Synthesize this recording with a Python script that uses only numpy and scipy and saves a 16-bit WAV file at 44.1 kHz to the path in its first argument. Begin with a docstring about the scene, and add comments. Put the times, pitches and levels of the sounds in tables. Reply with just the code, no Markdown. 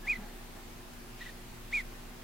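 """Duckling in the hand

A hand-held duckling peeps twice, close up, with a soft three-note twitter in between. Each peep is
an almost pure whistle that arches in pitch, with a little air hissing through the bill. A machine
hums steadily behind it; a soft double bump and faint rustles come around the first peep."""
import sys
import numpy as np
from scipy import signal
from scipy.fft import rfft, irfft
from scipy.io import wavfile
from scipy.ndimage import uniform_filter1d

SR = 44100
rng = np.random.default_rng(int(sys.argv[2]) if len(sys.argv) > 2 else 0)


def to_wav(s):
    """Save 16-bit WAV."""
    ch = np.atleast_2d(s).T  # columns
    pcm = np.round(np.clip(ch, -1, 1) * 32767)  # PCM
    wavfile.write(sys.argv[1], SR, pcm.astype(np.int16))


N = 98431
TIME = np.arange(N) / SR


def amp(db):
    """Decibels to gain."""
    return 10 ** (np.asarray(db) / 20)


def unit(x):
    """Scales to rms 1."""
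    return x / np.sqrt(np.mean(x ** 2) + 1e-20)


def curve_at(points, hz):
    """Reads a curve on a log-frequency axis."""
    f, value = np.transpose(points)
    return np.interp(np.log(hz + 1), np.log(f + 1), value)


def drift(rate_hz):
    """Smooth random modulation of rms 1, rolling off around the given rate."""
    f = np.fft.rfftfreq(2 * N, 1 / SR)
    return unit(irfft(rfft(rng.standard_normal(2 * N)) * np.exp(-(f / rate_hz) ** 2))[:N])


def noise(colour, tilt_db):
    """Coloured noise of rms 1, tilted by tilt_db per octave."""
    f = np.fft.rfftfreq(N, 1 / SR)
    eq = amp(curve_at(colour, f) + tilt_db * np.log2(f + 1))
    return unit(irfft(rfft(rng.standard_normal(N)) * eq, N))


def arch(start, length):
    """Half-sine envelope, from 0 up to 1 and back."""
    return np.maximum(np.sin(np.pi * np.clip((TIME - start) / length, 0, 1)), 0)


def swell(start, rise):
    """Envelope that rises to 1 and dies away more slowly."""
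    u = np.maximum(TIME - start, 0) / rise
    return u * np.exp(1 - u)


def machine_hum():
    """A motor's deep throb under mains harmonics that waver in level and phase."""
    # level ride of the throb: t/s, level/dB
    throb_ride = [(.1, -46.5), (.85, -54), (1.35, -50), (1.55, -51.5), (1.8, -45.5), (2.2, -51.5)]
    # mains harmonics: f/Hz, level/dB, waver/dB
    harmonics = [(118.8, -66.5, 4), (239.3, -58, 0.85), (358, -63, -0.6)]
    throb_hz, sway_rad = 29.5, 0.15
    throb_gain = amp(np.interp(TIME, *np.transpose(throb_ride)))
    hum = throb_gain * unit(np.sin(2 * np.pi * (throb_hz * TIME + rng.random())))
    for hz, db, waver_db in harmonics:
        gain = amp(db + waver_db * drift(3.6))
        phase = 2 * np.pi * (hz * TIME + rng.random()) + sway_rad * drift(3)
        hum += gain * unit(np.sin(phase))
    return hum


def room_tone():
    """A steady, faintly mottled bed of air noise: centred in the bass, wide in the treble."""
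    # colour of the bed: f/Hz, relative level/dB
    colour = [(12, -4), (45, -1), (64, -12), (80, -2), (100, -2), (140, -6), (185, -4), (280, -6.5),
              (400, -7.5), (520, -11), (750, -10.5), (1300, -13.5), (2100, -15), (4500, -20.3),
              (9000, -24.5), (15500, -24.5)]
    # stereo image: f/Hz, left-right correlation/0-1
    correlation = [(40, 0.8), (150, 0.82), (350, 0.31), (700, .25), (1500, 0.1), (3000, 0.2), (6000, 0),
                   (15000, 0)]
    level_db, mottle_db = -49.5, 1
    frames, hz = N // 512 + 5, np.fft.rfftfreq(2048, 1 / SR)
    a, b, c, d, mottle = np.moveaxis(rng.standard_normal((frames, len(hz), 5)), 2, 0)
    mottle = uniform_filter1d(mottle, size=8, axis=0)  # smooth in time
    mottle = unit(uniform_filter1d(mottle, size=24, axis=1))  # and in frequency
    shared = curve_at(correlation, hz)
    left = a + 1j * b
    right = shared * left + np.sqrt(1 - shared ** 2) * (c + 1j * d)
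    spectra = np.array([left, right]) * amp(curve_at(colour, hz) + mottle_db * mottle)
    bed = signal.istft(spectra.swapaxes(1, 2), nperseg=2048, noverlap=1536)[1][:, :N]
    return amp(level_db) * unit(bed)


def whistle(hz, gain, second_db=-31.5, third_db=-33):
    """The duckling's voice: a slightly unsteady sine with weak overtones, phase-blurred into a husk."""
    jitter, shimmer_db, flutter_hz, husk_rad = 0.005, 1.2, 220, 1.24
    phase = 2 * np.pi * np.cumsum(hz * (1 + jitter * drift(flutter_hz))) / SR
    tone = np.sin(phase)
    for k, db in [(2, second_db), (3, third_db)]:
        tone += amp(db) * np.sin(k * phase + husk_rad * drift(2 * flutter_hz))
    return unit(tone) * gain * amp(shimmer_db * drift(flutter_hz))


def twitter():
    """Soft notes on shallow pitch arches: one either side of the first peep, then a run of three."""
    # notes: t/s, length/s, top f/Hz, level/dB, second harmonic re the note/dB
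    notes = [(.030, 0.033, 1730, -51.5, -27), (0.15, 0.02, 2030, -40, -14),
             (1.205, 0.029, 1935, -43, -11.5), (1.256, 0.021, 1975, -44, -21),
             (1.287, 0.017, 1877, -46.5, -11)]
    pitch_bend = 0.071  # share of the top pitch
    voice = np.zeros(N)
    for start, length, hz, db, second_db in notes:
        effort = arch(start, length)
        voice += whistle(hz * (1 - pitch_bend * (1 - effort)), amp(db) * effort ** 0.67, second_db)
    return voice


def rustles():
    """Faint, dull rustles: swells of midrange noise."""
    # swells: t/s, rise/s, level/dB, tilt/dB per octave
    swells = [(.045, 0.019, -54.5, 0.5), (.14, 0.07, -54, 0), (.54, 0.026, -55.5, 1.5)]
    # colour of a rustle: f/Hz, relative level/dB
    colour = [(150, -27), (400, -19), (550, -0.5), (800, 6), (1200, -8), (1800, -1), (3000, -20),
              (8000, -24.5)]
    return sum(amp(db) * swell(start, rise) * noise(colour, tilt) for start, rise, db, tilt in swells)


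def bill_air():
    """Air hisses through the bill with each call, a little differently at each ear."""
    # puffs of breath: t/s, length/s, level/dB, tilt/dB per octave
    puffs = [(0.05, .110, -51, -4), (1.177, 0.14, -52, -4), (1.712, 0.11, -48, -2)]
    # colour of the hiss: f/Hz, relative level/dB
    colour = [(400, -27), (1000, -9), (1700, -4.5), (2400, 1.5), (2900, -2), (3600, 0.5), (4900, -7),
              (5700, -5.5), (7200, -7.5), (8600, -8), (10000, -17), (15000, -16)]

    def hiss():
        return sum(amp(db) * arch(start, length) ** 0.38 * noise(colour, tilt)
                   for start, length, db, tilt in puffs)
    centre, sides = hiss(), np.array([hiss(), hiss()])
    return (centre + sides) / np.sqrt(2)


def peeps():
    """Two full peeps: pitch and loudness climb and fall together."""
    # one contour per peep: t/s, f/Hz, level/dB
    contours = [
        [(.070, 1920, -44), (.074, 2030, -37.5), (.087, 2408, -31), (.094, 2367, -32), (.102, 2487, -26),
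         (.117, 2468, -28.5), (.125, 2292, -34), (.130, 2240, -34), (.140, 1987, -38), (.144, 2070, -43)],
        [(1.725, 1802, -48), (1.729, 2075, -35), (1.743, 2430, -27.5), (1.757, 2457, -28), (1.765, 2390, -29),
         (1.781, 2215, -31), (1.789, 2216, -34), (1.797, 2064, -39.5), (1.805, 2040, -35), (1.810, 1930, -46),
         (1.818, 1820, -51)],
    ]
    fade_s = 0.0028
    voice = np.zeros(N)
    for contour in contours:
        t, hz, db = np.transpose(contour)
        gate = np.clip(np.minimum(TIME - t[0], t[-1] - TIME) / fade_s + 1, 0, 1)
        glide = uniform_filter1d(np.interp(TIME, t, hz), size=180)
        voice += whistle(glide, gate * amp(np.interp(TIME, t, db)))
    return voice


def bumps():
    """A dull double bump: two short swells of a low tone with a weak octave."""
    # bumps: t/s, level/dB
    hits = [(0.18, -42.5), (0.21, -46.5)]
    pitch_hz, octave_db = 210.6, -11.5
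    thud = np.zeros(N)
    for start, db in hits:
        phase = 2 * np.pi * pitch_hz * (TIME - start)
        tone = unit(np.sin(phase) + amp(octave_db) * np.sin(2 * phase))
        thud += amp(db) * swell(start, rise=0.012) ** 2 * tone
    return thud


def reverb(x):
    """The room's short, diffuse tail, different for each ear."""
    # room decay: f/Hz, t60/s
    decay = [(200, .35), (2000, 0.19), (8000, 0.24)]
    hz, t, spectra = signal.stft(rng.standard_normal((2, SR // 2)), SR, nperseg=256)
    fade = amp(-60 * t / curve_at(decay, hz)[:, None])
    tail = signal.istft(spectra * fade, SR, nperseg=256)[1]
    return signal.fftconvolve(x[None], tail / np.linalg.norm(tail[0]), axes=1)[:, :N]


def scene():
    """The duckling sits just right of centre, in front of the hum."""
    pan_db, right_lead_s, reverb_db = 1.5, 0.00001, -16
    voice = peeps() + twitter()
    handling = bumps() + rustles()
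    left = voice * amp(-pan_db / 2)
    right = np.interp(TIME + right_lead_s, TIME, voice) * amp(pan_db / 2)
    close = np.array([left, right]) + bill_air() + handling
    return close + amp(reverb_db) * reverb(voice + handling) + machine_hum() + room_tone()


def record(dry):
    """A steep low-pass takes off the very top of the mix."""
    cutoff_hz = 15900
    lowpass = signal.firwin(511, cutoff_hz, window=("kaiser", 9), fs=SR)
    return signal.oaconvolve(dry, lowpass[None], "same")


dry = scene()
out = record(dry)
to_wav(out)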